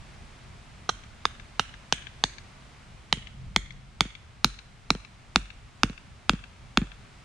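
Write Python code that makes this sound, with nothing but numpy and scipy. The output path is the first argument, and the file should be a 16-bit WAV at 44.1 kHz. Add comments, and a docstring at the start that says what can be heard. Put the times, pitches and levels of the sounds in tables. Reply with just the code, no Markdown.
"""A faint outdoor hiss and a low, lumpy rumble of air on the microphone (shaped noise) run throughout.
A small sledgehammer sets a hand-held wooden stake in a lawn with five blows, pauses, then strikes nine more.
Each blow is a short woody crack (decaying modes, crunch noise) with a falling thud and shaking turf from the soil;
modes shift with depth, early contacts chatter and six of the later blows bounce.
The garden returns the cracks as a noise-tail reverb with smeared slaps; small grip ticks fall between late blows."""
import sys
import numpy as np
from scipy import signal
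from scipy.fft import rfft, irfft, next_fast_len
from scipy.io import wavfile

SR = 44100
rng = np.random.default_rng(int(sys.argv[2]) if len(sys.argv) > 2 else 0)


def wav_out(sig):
    """Save sig, one row per channel (or a flat mono array), as 16-bit PCM at SR to the path in sys.argv[1]."""
    wavfile.write(sys.argv[1], SR, np.round(np.clip(np.atleast_2d(sig).T, -1, 1) * 32767).astype(np.int16))


N = 319310
BLOW_TIME = np.arange(SR // 4) / SR   # seconds since a contact


def from_db(db):
    """Decibels to gain."""
    return 10 ** (np.asarray(db) / 20)


def rms_one(x):
    """Scale to unit rms."""
    return x / np.sqrt(np.mean(x ** 2) + 1e-20)


def at_hz(points, hz):
    """Read a table on a log-frequency axis."""
    points = np.array(points)
    return np.interp(np.log(np.maximum(hz, 1)), np.log(points[:, 0]), points[:, 1])


def panned(left_right_db):
    """Left and right gains for a level difference; positive is louder on the left."""
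    return from_db(np.array([[left_right_db], [-left_right_db]]) / 2)


def add(track, start_s, sound):
    """Mix a sound into a track from start_s."""
    start = int(round(start_s * SR))
    part = sound[..., :N - start]
    track[:, start:start + part.shape[-1]] += part


def noise(spectrum, size):
    """Noise of a given colour, rms 1."""
    hz = np.fft.rfftfreq(size, 1 / SR)
    white = rfft(rng.standard_normal(size))
    return rms_one(irfft(white * from_db(at_hz(spectrum, hz)), size))


def wide_noise(spectrum, likeness):
    """Stereo noise, rms 1, whose channels correlate by a share that depends on frequency."""
    size = next_fast_len(N)
    hz = np.fft.rfftfreq(size, 1 / SR)
    alike = np.clip(at_hz(likeness, hz), -1, 1)
    mid, side = rfft(rng.standard_normal((2, size)))
    both = np.sqrt(1 + alike) * mid + np.sqrt(1 - alike) * side * [[1], [-1]]
    return rms_one(irfft(both * from_db(at_hz(spectrum, hz)), size)[:, :N])


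def drift(points_per_s):
    """Random points of spread 1 joined by straight lines."""
    points = rng.standard_normal(SR // 40)
    return np.interp(np.arange(N) / SR * points_per_s, np.arange(len(points)), points)


def strike(rise_s, t60_s):
    """Envelope that swells during the contact and then dies; peak 1."""
    shape = (1 - np.exp(-BLOW_TIME / rise_s)) * np.exp(-np.log(1000) * BLOW_TIME / t60_s)
    return shape / shape.max()


def sine(hz, t):
    """Sine of constant pitch."""
    return np.sin(2 * np.pi * hz * t)


def at_depth(depth, loose, home):
    """A property moves linearly from its loose value (depth 0) to its driven-home value (depth 1)."""
    return loose + depth * (home - loose)


def air(rumble_db=3.5, gust_db=2.2, gust_points_per_s=14):
    """Lumpy wind on the microphone, its level wandering at random, under a distant hiss without gusts."""
    # wind level before rumble_db and gusts: time_s, level_db
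    wind_level = [(0.0, -51), (1.71, -55), (2.18, -51), (2.58, -55.5), (3.12, -54), (3.43, -46.5),
                  (4.32, -55.5), (4.51, -52), (5.2, -55), (7.24, -56)]
    # distant hiss: time_s, rms_db
    hiss_level = [(0, -52), (1.0, -53.5), (2.6, -53), (3.8, -57.5), (5.3, -56), (6.4, -55.5), (7.24, -54)]
    # relative spectra: pitch_hz, level_db
    rumble_spectrum = [(12, -37), (20, -3.5), (38, 0), (102, -3.5), (119, -5), (135, 0), (152, -13.5),
                       (186, -10), (276, -27), (420, -36), (550, -33), (920, -120)]
    hiss_spectrum = [(150, -2.5), (250, 2), (273, -4.5), (407, -5), (501, -8), (640, -3.5), (1040, -4),
                     (1220, -4), (1820, -7), (2090, -6), (7310, -18.5), (9660, -22.5), (11500, -39),
                     (14200, -43), (16000, -66)]
    # left-right correlation: pitch_hz, likeness (0-1)
    rumble_likeness = [(25, .5), (60, .85), (150, .97), (400, .97)]
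    hiss_likeness = [(60, 0.94), (150, 0.71), (380, 0.71), (950, 0.099), (2380, 0.66), (5980, 0.25),
                     (15000, 0.024)]
    t = np.arange(N) / SR
    wind_db = np.interp(t, *np.transpose(wind_level))
    hiss_db = np.interp(t, *np.transpose(hiss_level))
    gusts_db = gust_db * drift(gust_points_per_s)
    rumble = from_db(wind_db + rumble_db + gusts_db) * wide_noise(rumble_spectrum, rumble_likeness)
    return rumble + from_db(hiss_db) * wide_noise(hiss_spectrum, hiss_likeness)


def garden(cracks, scatter_db=-11.0, far_t60_s=0.74, treble_hz=4500, treble_t60_s=.42,
           near_t60_s=0.11, near_db=3.0, smear_t60_s=.022):
    """Shrubs scatter a thin tail, different on each side, whose treble dies first; fences return smeared slaps."""
    # scatter from grass and shrubs, relative spectrum: pitch_hz, level_db
    scatter_spectrum = [(100, -13), (500, -20), (900, -17), (1600, 1), (3000, 1), (4600, -4), (6200, 3),
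                        (8000, 14.5), (11000, 11), (16000, -12)]
    # fences and walls: delay_s, level_db, left_right_db
    echoes = [(.009, -47, -28.5), (.017, -60, -29), (0.054, -56, 34), (.096, -41.5, 4), (0.144, -39, 21)]
    size = SR * 2 // 3
    t = np.arange(size) / SR
    leaves = np.array([noise(scatter_spectrum, size), noise(scatter_spectrum, size)])
    dull = signal.sosfiltfilt(signal.butter(2, treble_hz, fs=SR, output="sos"), leaves)
    treble = leaves - dull
    far = dull * from_db(-60 * t / far_t60_s) + treble * from_db(-60 * t / treble_t60_s)
    near = leaves * from_db(near_db - 60 * t / near_t60_s)
    response = (far + near) * (1 - np.exp(-(t / 0.003) ** 2))
    response *= from_db(scatter_db) / np.sqrt(np.sum(response ** 2) / 2)
    for delay_s, db, left_right_db in echoes:
        slap = dull * (t >= delay_s) * from_db(-60 * np.abs(t - delay_s) / smear_t60_s)
        slap = slap / np.sqrt(np.sum(slap ** 2) / 2)
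        response += from_db(db) * panned(left_right_db) * slap
    return signal.fftconvolve(cracks, response, axes=1)[:, :N]


def soil(mid_hz, slide_s, fall=3.19, sway_hz=48, sway_db=-9.5, sway_t60_s=0.34,
         shake_db=-11.5, shake_t60_s=0.12):
    """The stake slides and slows with a thud falling by the ratio fall; the turf sways (sine) and shakes (noise)."""
    t = BLOW_TIME
    hz = mid_hz * fall ** (.5 - np.minimum(t / slide_s, 1))
    slide = (1 - np.exp(-(t / 0.0043) ** 2)) * np.exp(-np.minimum(t / slide_s, 2) ** 6)
    thud = slide * np.sin(2 * np.pi * np.cumsum(hz) / SR)
    sway = from_db(sway_db) * strike(0.0034, sway_t60_s) * sine(sway_hz, t)
    # pitch_hz, level_db
    turf_spectrum = [(30, -19), (130, -9), (280, -12.0), (600, -34.5), (2000, -30), (8000, -88.0)]
    shake = from_db(shake_db) * strike(0.0009, shake_t60_s) * noise(turf_spectrum, len(t))
    return thud + sway + shake


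def flex(flex_hz=430, flex_t60_s=0.015, flex_db=-25.5):
    """The whole stake bends briefly in the hand: a short hollow bump."""
    return -from_db(flex_db) * strike(0.0021, flex_t60_s) * sine(flex_hz, BLOW_TIME)


def fibres(t60_s, rise_s=0.00037, side_db=-5.5):
    """End grain crushes under the steel face in a brief crunch of stereo noise."""
    # splintering grain, relative spectrum: pitch_hz, level_db
    grain_spectrum = [(200, -10), (700, -5), (2000, 2), (4200, 8), (6500, 5), (7600, -10), (9000, -9),
                      (11000, -24), (16000, -33)]
    mid = noise(grain_spectrum, len(BLOW_TIME))
    side = noise(grain_spectrum, len(BLOW_TIME))
    return strike(rise_s, t60_s) * (mid + from_db(side_db) * side * [[1], [-1]])


def sideways_crunch():
    """Crunch squeezed out sideways from under the hammer face, band-passed; heard only as scatter."""
    band = signal.butter(2, [1400, 4200], "band", fs=SR, output="sos")
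    return signal.sosfilt(band, fibres(t60_s=0.007))


def stake_modes(depth, clack_hz, brightness_db, bend_db, pivot_hz=2500):
    """Rows (Hz, dB): bends rise as the free length shortens; a square blow favours high modes; the hand damps bend 2."""
    # bending modes: loose_hz, home_hz, loose_db, home_db
    bend_table = [(1062, 1327, -22, -2.5), (1220, 2780, -15, -5.5), (5954, 6720, -19, -25)]
    # clack, shifting with where the hammer lands: multiple of clack_hz, loose_db, home_db
    clack_table = [(1, -14.5, -4), (1.275, -16.5, -9)]
    modes = []
    for (loose_hz, home_hz, loose_db, home_db), hand_db in zip(bend_table, (0, bend_db, 0)):
        modes.append((at_depth(depth, loose_hz, home_hz), at_depth(depth, loose_db, home_db) + hand_db))
    for multiple, loose_db, home_db in clack_table:
        modes.append((multiple * clack_hz, at_depth(depth, loose_db, home_db)))
    return [(hz, db + brightness_db * np.log2(hz / pivot_hz)) for hz, db in modes]


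def notch(x, hz, width_hz):
    """Cut a narrow hollow."""
    return signal.lfilter(*signal.iirnotch(hz, hz / width_hz, fs=SR), x)


def wood(t60_s, knock_db, left_right_db, modes, knock_hz=900, knock_t60_s=0.0069,
         knock_left_right_db=-10.5, contact_s=0.00073, radiates_above_hz=650, uneven_db=1.5,
         right_lead_s=.00001, split_hz=1850, hollow_width_hz=260, bend_hollow_hz=580, bend_width_hz=130):
    """Stake modes and a hollow knock start together; hand and soil damp them within milliseconds."""
    t = BLOW_TIME + [[0], [right_lead_s]]
    modes = np.reshape(modes, (-1, 2))
    knock_gain = from_db(knock_db) * panned(left_right_db + knock_left_right_db)
    out = knock_gain * strike(contact_s, knock_t60_s) * sine(knock_hz, t)
    for hz, db in modes:
        # each mode gets a small random left-right difference on every blow
        gain = from_db(db) * panned(left_right_db + uneven_db * rng.standard_normal())
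        out = out + gain * strike(contact_s, t60_s) * sine(hz, t)
    # hollow midway between the modes on either side of split_hz
    low = modes[:, 0] < split_hz
    hollow_hz = (modes[low, 0].max() + modes[~low, 0].min()) / 2
    out = notch(out, hollow_hz, hollow_width_hz)
    # second hollow, below the knock
    out = notch(out, bend_hollow_hz, bend_width_hz)
    # a slim stake radiates little bass
    return -signal.lfilter(*signal.butter(2, radiates_above_hz, "high", fs=SR), out)


def hammer(bounce_cut_hz=2100, tick_cut_hz=3000, grip_power=4.4):
    """All contacts of hammer and stake; returns direct cracks, cracks feeding the scatter, and thuds."""
    # hammer on stake: start_s, depth (0 loose - 1 driven home), force_db, clack_hz, brightness_db per octave,
    # bend_db (second bend, low when the hand grips hard), crush_db (fibres, relative to force),
    # thud_db (soil, relative to force), left_right_db
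    blows = [(0.891, 0.011, -11.5, 3210, 0.5, 6, -23, -22.5, -4),
             (1.2534, .35, -1, 3480, -5, -1.5, -23.5, -36.5, 0),
             (1.5954, 0.044, -0.3, 2890, 1, 5.5, -21.5, -30.5, -4),
             (1.9246, 0.17, 2.54, 3130, -0.5, 0.4, -18.5, -32.5, 0.5),
             (2.2384, .28, 2.5, 3500, 2, -1.5, -22, -31, -1),
             (3.1265, .48, 2, 3100, 2, -2.5, -20.5, -27.5, -1.5),
             (3.562, .58, 1.8, 3340, 1.5, 1.3, -20, -24.5, -2),
             (4.0071, .62, 2.5, 3474, .4, -0.8, -21.5, -24, -1.5),
             (4.4449, 0.75, 1.5, 4000, 0.5, -10, -14.5, -21, -1.5),
             (4.9041, 0.695, 0.7, 4030, -1.5, -3.5, -16, -21, -1.5),
             (5.359, 0.96, -1.24, 3470, -1.5, 3, -11, -17, -1.7),
             (5.8334, 0.96, -0.46, 3530, -1.3, 2.5, -15, -17, -0.5),
             (6.2946, 0.96, -1.1, 3250, -1.6, 2.5, -11.5, -17.5, .7),
             (6.7732, 0.94, -2.1, 3350, -1.5, 2, -17, -13.5, 1.5)]
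    # the still loose stake chatters against the hammer: start_s, level_db (relative to its blow)
    chatter = [(0.8925, 7.5), (.8951, 5), (0.8982, -3.5), (1.2542, -1.5), (1.5992, -13.5), (1.9275, -28)]
    # the head drops back on the stake: start_s, thud_db, thud_hz (mid-slide), tick_db (before low-pass)
    bounces = [(3.172, -33, 186, -30.5), (4.053, -31.5, 227, -32.5), (4.95, -28, 206, -23),
               (5.897, -28.5, 202, -27.5), (6.3336, -20, 195, -23.5), (6.816, -17, 207, -30)]
    # grip on handle and stake: start_s, level_db (before high-pass)
    ticks = [(3.723, -50), (5.572, -64), (6.043, -64), (6.513, -59), (6.98, -56)]
    cracks, outgoing, thuds = np.zeros((3, 2, N))
    for start_s, depth, force_db, clack_hz, brightness_db, bend_db, crush_db, thud_db, left_right_db in blows:
        # the soil damps the wood once it grips, which comes late
        grip = np.clip(depth, 0, 1) ** grip_power
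        wood_t60_s = at_depth(grip, loose=0.0061, home=0.0034)
        knock_db = at_depth(depth, loose=-17, home=-15.5)
        modes = stake_modes(depth, clack_hz, brightness_db, bend_db)
        crack = wood(wood_t60_s, knock_db, left_right_db, modes)
        # the end grain packs down
        crunch = fibres(t60_s=at_depth(depth, loose=0.015, home=0.007))
        crack = crack + from_db(crush_db) * panned(left_right_db) * crunch
        # deeper blows have a weaker scattered tail relative to the direct crack
        scatter_db = force_db + at_depth(depth, loose=0.5, home=-4.5)
        touches = [(start_s, 0)] + [(at_s, db) for at_s, db in chatter if abs(at_s - start_s) < .1]
        for at_s, db in touches:
            add(cracks, at_s, from_db(force_db + db) * crack)
            add(outgoing, at_s, from_db(scatter_db + db) * crack)
        sideways_db = scatter_db + at_depth(depth, loose=-8, home=-22.5)
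        add(outgoing, start_s, from_db(sideways_db) * sideways_crunch())
        # packed soil is stiffer
        thud_hz = at_depth(depth, loose=151, home=251.4)
        thud = soil(thud_hz, slide_s=0.0147, sway_db=-11.5)
        add(thuds, start_s, flex() + from_db(force_db + thud_db) * thud)
    for start_s, thud_db, thud_hz, tick_db in bounces:
        # a slow contact is a dull one
        dull_tick = signal.lfilter(*signal.butter(2, bounce_cut_hz, fs=SR), fibres(t60_s=0.009))
        thud = soil(thud_hz, slide_s=0.012, fall=2.0, sway_db=-46.0, shake_db=-18.0)
        add(thuds, start_s, flex(flex_db=tick_db - 10.5))
        add(cracks, start_s, from_db(tick_db) * dull_tick)
        add(thuds, start_s, from_db(thud_db) * thud)
    for start_s, db in ticks:
        tick = signal.lfilter(*signal.butter(1, tick_cut_hz, "high", fs=SR), fibres(t60_s=0.0069))
        add(cracks, start_s, from_db(db) * tick)
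    return cracks, outgoing, thuds


def scene():
    """Open air, garden scatter and blows."""
    cracks, outgoing, thuds = hammer()
    return air() + garden(outgoing) + thuds + cracks


def record(dry, cutoff_hz=16500):
    """The tallest peaks are rounded off and the top is cut."""
    rounded = dry / (1 + dry ** 6) ** (1 / 6)
    return signal.sosfilt(signal.ellip(10, .1, 80, cutoff_hz, fs=SR, output="sos"), rounded)


dry = scene()
out = record(dry)
wav_out(out)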